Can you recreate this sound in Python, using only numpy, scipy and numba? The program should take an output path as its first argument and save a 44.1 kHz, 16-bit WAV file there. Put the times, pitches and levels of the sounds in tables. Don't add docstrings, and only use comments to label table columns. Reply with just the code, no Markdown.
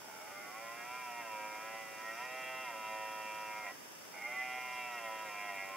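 import sys
import numpy as np
from scipy import signal
from scipy.fft import rfft, irfft
from scipy.io import wavfile
from scipy.ndimage import uniform_filter1d
from numba import njit

SR = 44100
rng = np.random.default_rng(int(sys.argv[2]) if len(sys.argv) > 2 else 0)


def to_wav(sig):
    pcm = np.clip(np.atleast_2d(sig), -1, 1) * 32767
    pcm = np.round(pcm).astype(np.int16)
    wavfile.write(sys.argv[1], SR, pcm.T)


N = 254016

# start in seconds, end in seconds, effort in dB, extra effort at the outset in dB,
# mouth resonance at the outset in dB, larynx drop in octaves, time of the drop in seconds,
# its abruptness as a power, time of the larynx's release in seconds.
ROARS = [(0, 3.715, -1.13, -4, -1, 0.478, 0.472, 1.47, 0.058),
         (4.126, 5.76, 2.5, -2.4, 9, 0.3804, 0.3, 0.97, 0.27)]
# time in seconds, pitch in Hz.
FIRST_PITCH = [(0.0, 73.1), (0.07, 71.85), (0.15, 79.2), (0.24, 92.9), (0.27, 95.1), (0.34, 99.4),
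               (0.42, 101.6), (0.49, 103.3), (0.58, 112.6), (0.8, 118.6), (0.95, 125.5), (0.99, 126),
               (1.11, 119.4), (1.19, 118.8), (1.29, 109), (1.38, 106.5), (1.51, 106.8), (1.72, 111.4),
               (1.81, 110.7), (1.99, 109.4), (2.14, 113.1), (2.23, 125.8), (2.37, 129.8), (2.62, 129.6),
               (2.68, 121.4), (2.74, 109.4), (3.61, 107), (3.64, 104.5), (3.67, 99.6), (3.72, 86.2)]
# time in seconds, pitch in Hz.
SECOND_PITCH = [(4.12, 69.9), (4.156, 89.7), (4.182, 106.0), (4.196, 111.9), (4.242, 117.4), (4.366, 127.1),
                (4.462, 126.8), (4.782, 124.3), (4.942, 120), (5.07, 110.2), (5.224, 108.8), (5.344, 102.2),
                (5.458, 102.1), (5.562, 97.7), (5.76, 95.24)]
# time in seconds, half length in seconds,
# effort in dB, mouth resonance in dB, mouth resonance in Hz.
SURGES = [(.17, .07, 3.5, 1, 2100), (.31, 0.038, 3, 3, 1870), (.5, .14, -1.3, 1, 2124),
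          (1.0, 0.18, -1, -1.5, 2220), (1.402, 0.13, 0.5, -2.5, 2250), (1.734, .07, 2.5, -0.5, 2070),
          (2.083, 0.042, 1.5, 2.5, 2015), (2.217, .03, 0.5, -4, 2070), (2.451, 0.17, 2.5, .5, 2045),
          (2.691, 0.027, 1, 1.5, 2107), (3.053, 0.4, 2.1, -3, 2060), (3.57, .11, 0.7, 4, 2150),
          (3.69, 0.039, 2.5, 2, 1991), (4.197, .04, 1.5, 1.5, 2010), (4.4, 0.029, 0.5, -1, 2068),
          (4.83, .04, 0, 2, 2263), (5.13, 0.13, 0.2, -3, 2100), (5.46, .1, 0.9, -1.8, 2137),
          (5.681, .12, -1, 4, 2170)]
# time in seconds, half length in seconds, octaves.
LARYNX_EASE = (1.814, 0.2, 0.089)
# centre at rest in Hz,
# width of each of two passes in Hz, level within the register in dB, share of the larynx shift followed.
THROAT_MODES = [
    [(539.2, 61, -1.5, 0.65), (706.8, 128.5, 1.5, 0.74)],
    [(977, 74, 4.5, 1.256)],
    [(1330.6, 136.7, -2, 0.46), (1599, 45, -7.5, 1.035)],
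    [(1883, 72.7, -0.5, 0.7), (2115.7, 74.6, -10, 0.37), (2374.5, 137, -4, 0.029)],
    [(2702.5, 105, -4, 0.13), (3018, 86, -18.5, -0.026), (3270, 174, -16, -0.12), (3840, 100, -20, 0.018),
     (5900, 1500, -39, 0)],
]
# base level in dB, dB per dB of effort,
# dB per octave that the larynx stands above rest, dB per dB of mouth resonance.
REGISTERS = [(-32, .7, 4, -0.04), (-30.5, 0.18, -28, -0.56), (-30, 0.51, -20.5, -0.19),
             (-31.5, 1.0, -24, 0.09), (-30, 1.94, -18, -0.6)]
# left gain in dB, right gain in dB.
BEARING_DB = [(-0.03,), (2,)]
# time in seconds, half length in seconds, rise above the calm in dB.
GUSTS = [(1.101, .4, 6), (2.12, .3, 10.5), (3.5, .35, 9), (4.598, 0.26, 9.5)]
# frequency in Hz, relative density in dB per Hz.
RUSTLE_SPECTRUM = [(3500, -39), (4900, 4), (5400, 6), (6300, 4), (6700, -37), (10000, -33)]
# frequency in Hz, relative density in dB per Hz.
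HISS_MID_SPECTRUM = [(30, -39), (60, -18.5), (110, -7.5), (220, -.5), (450, 1.5), (1000, -1), (2000, -3.5),
                     (3300, -8), (4000, -9.5), (5200, -8.5), (7500, -12), (15500, -14)]
# frequency in Hz, relative density in dB per Hz.
HISS_SIDE_SPECTRUM = [(30, -41), (60, -23), (110, -10.5), (220, -4), (450, -1.5), (1000, -5), (2000, -7.5),
                      (3300, -10), (4000, -26.5), (5200, -4.5), (7500, -15.5), (15500, -16.5)]

EASY_PITCH_HZ, EFFORT_DB_PER_OCTAVE = 110.83, 8.2
LARYNX_REST_OCTAVES, LARYNX_RELEASE_OCTAVES = -0.0078, 0.091
MOUTH_HZ = 2115
CLEAR_ROUGH, ONSET_ROUGH, MAX_ROUGH = 0.0457, 0.025, 0.13
SLACK_ROUGH_PER_OCTAVE, GLIDE_ROUGH_S = 0.12, 0.016
CALM_RUSTLE_DB = -76
HISS_MID_DB, HISS_SIDE_DB = -54.5, -54.5
HILL_T60_S = 4
CUTOFF_HZ = 15750


def stag(mouth_gain=3.44, mouth_width_hz=126):
    pitch_hz, = in_time([*FIRST_PITCH, *SECOND_PITCH])
    octaves = np.log2(pitch_hz / EASY_PITCH_HZ)
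    roaring, roar_db, roar_mouth_db, larynx_octaves, outset = roar_course()
    surge_db, surge_mouth_db, mouth_shift_hz = surges()

    ease_s, ease_half_s, ease_octaves = LARYNX_EASE
    larynx_octaves = larynx_octaves + ease_octaves * bump(ease_s, ease_half_s)
    effort_db = roar_db + surge_db + EFFORT_DB_PER_OCTAVE * octaves
    mouth_db = roar_mouth_db + surge_mouth_db
    register_db = [db + by_effort * effort_db + by_larynx * larynx_octaves + by_mouth * mouth_db
                   for db, by_effort, by_larynx, by_mouth in REGISTERS]

    gate = uniform_filter1d(roaring, size=600)
    source = gate * vocal_folds(pitch_hz, hoarseness(octaves, outset))
    voice = throat(source, larynx_octaves, register_db)
    mouth = resonance(voice, MOUTH_HZ + mouth_shift_hz, mouth_width_hz)
    return voice + mouth_gain * from_db(mouth_db) * mouth


def roar_course():
    t = np.arange(N) / SR
    course = np.zeros((5, N))
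    for start_s, end_s, db, outset_db, mouth_db, drop_octaves, drop_s, power, release_s in ROARS:
        outset = np.exp(-(np.maximum(t - start_s, 0) / drop_s) ** power)
        release = np.exp(-np.maximum(end_s - t, 0) / release_s)
        larynx = LARYNX_REST_OCTAVES + drop_octaves * outset + LARYNX_RELEASE_OCTAVES * release
        roar = [t <= end_s, db + outset_db * outset, mouth_db * outset, larynx, outset]
        course = np.where(t >= start_s, roar, course)
    return course


def surges():
    return sum(np.outer([db, mouth_db, hz - MOUTH_HZ], bump(s, half_s))
               for s, half_s, db, mouth_db, hz in SURGES)


def hoarseness(octaves, outset):
    glide = uniform_filter1d(np.abs(np.gradient(octaves)) * SR, size=1500)
    slack = np.maximum(-octaves, 0)
    rough = CLEAR_ROUGH + SLACK_ROUGH_PER_OCTAVE * slack + GLIDE_ROUGH_S * glide + ONSET_ROUGH * outset
    return np.clip(rough, 0, MAX_ROUGH)


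def vocal_folds(pitch_hz, rough, jitter=0.054, waver=0.001, shimmer_db=9):
    unsteady_hz = pitch_hz * (1 + jitter * rough * drift(48.4) + waver * drift(15.2))
    cycles = np.cumsum(unsteady_hz) / SR
    closed = np.flatnonzero(np.diff(np.floor(cycles)) > 0)
    late = 1 - cycles[closed + 1] % 1 / np.diff(cycles)[closed]
    pulses = np.zeros(N)
    pulses[closed], pulses[closed + 1] = 1 - late, late
    pulses = pulses * np.sqrt(SR / pitch_hz)
    puffs = rms_one(rng.standard_normal(N) * (1 + np.cos(2 * np.pi * cycles)) ** 2)
    rasp = 0.55 * rough * puffs
    return pulses * from_db(shimmer_db * rough * drift(44)) + rasp


def throat(source, larynx_octaves, register_db, flutter_db=2.02):
    out, sign = 0, 1
    for modes, extra_db in zip(THROAT_MODES, register_db):
        for rest_hz, width_hz, db, share in modes:
            hz = rest_hz * 2 ** (share * larynx_octaves)
            ringing = resonance(resonance(source, hz, width_hz), hz, width_hz)
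            level_db = db + extra_db + flutter_db * drift(6)
            out = out + sign * from_db(level_db) * ringing
            sign = -sign
    return out


def dispersed(x, phase_turns=((2150, 420), (2650, 420))):
    for hz, width_hz in phase_turns:
        x = x - 2 * resonance(x, np.full(N, hz), width_hz)
    return x


def over_heather(x, low_cut_hz=520, order=12):
    return signal.sosfilt(signal.butter(order, low_cut_hz, "high", fs=SR, output="sos"), x)


def moor(voice, near_db=-18, near_t60_s=0.42, far_db=-19.0, far_cut_hz=1300):
    t = np.arange(2 * SR) / SR
    near, far = [rng.standard_normal(len(t)) * from_db(-60 * t / t60_s) for t60_s in (near_t60_s, HILL_T60_S)]
    near = from_db(near_db) * near / np.linalg.norm(near)
    far = from_db(far_db) * far / np.linalg.norm(far)
    dull_far = signal.sosfilt(signal.butter(2, far_cut_hz, fs=SR, output="sos"), far)
    return voice + signal.fftconvolve(voice, near + dull_far)[:N]


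def rustle(unsteady_db=3.5):
    level_db = CALM_RUSTLE_DB + sum(db * bump(s, half_s) for s, half_s, db in GUSTS)
    return from_db(level_db + unsteady_db * drift(32)) * coloured_noise(RUSTLE_SPECTRUM)


def hiss():
    mid = from_db(HISS_MID_DB) * coloured_noise(HISS_MID_SPECTRUM)
    side = from_db(HISS_SIDE_DB) * coloured_noise(HISS_SIDE_SPECTRUM)
    return np.array([mid + side, mid - side])


def flicker(depth_db=1.26, duty=0.14, rate_hz=29.97):
    swell = 1.0 * ((np.arange(N) / SR * rate_hz - 0.45) % 1 < duty)
    return from_db(depth_db * (swell - duty))


def from_db(db):
    return 10 ** (np.asarray(db) / 20)


def rms_one(x):
    return x / np.sqrt(np.mean(x ** 2) + 1e-20)


def in_time(rows):
    s, *columns = np.transpose(rows)
    return [np.interp(np.arange(N) / SR, s, c) for c in columns]


def bump(s, half_length_s):
    return np.exp(-((np.arange(N) / SR - s) / half_length_s) ** 2)


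def drift(rate_hz):
    hz = np.arange(N // 2 + 1) * SR / N
    return rms_one(irfft(rfft(rng.standard_normal(N)) / (1 + (hz / rate_hz) ** 2), N))


def coloured_noise(spectrum):
    hz = np.arange(N // 2 + 1) * SR / N
    points_hz, db = np.transpose(spectrum)
    gain = from_db(np.interp(np.log(hz + 1), np.log(points_hz), db))
    return rms_one(irfft(rfft(rng.standard_normal(N)) * gain * (hz < CUTOFF_HZ), N))


@njit
def resonate(x, turn, r):
    y = np.zeros(len(x))
    for i in range(2, len(x)):
        drive = (1 - r * r) / 2 * (x[i] - x[i - 2])
        y[i] = drive + 2 * r * np.cos(turn[i]) * y[i - 1] - r * r * y[i - 2]
    return y


def resonance(x, hz, width_hz):
    return resonate(x, 2 * np.pi * hz / SR, np.exp(-np.pi * width_hz / SR))


def scene(voice_db=-0.98, hiss_lean_db=0.44):
    voice = moor(over_heather(dispersed(stag())))
    roars = from_db(voice_db) * voice * from_db(BEARING_DB)
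    lean = from_db([[-hiss_lean_db], [hiss_lean_db]])
    return roars + rustle() + hiss() * flicker() * lean


def record(dry, notch_hz=4100, notch_width_hz=450):
    mid, side = (dry[0] + dry[1]) / 2, (dry[0] - dry[1]) / 2
    mid = signal.lfilter(*signal.iirnotch(notch_hz, notch_hz / notch_width_hz, fs=SR), mid)
    low_pass = signal.ellip(12, 0.1, 80, CUTOFF_HZ, fs=SR, output="sos")
    return signal.sosfilt(low_pass, np.array([mid + side, mid - side]))


dry = scene()
out = record(dry)
to_wav(out)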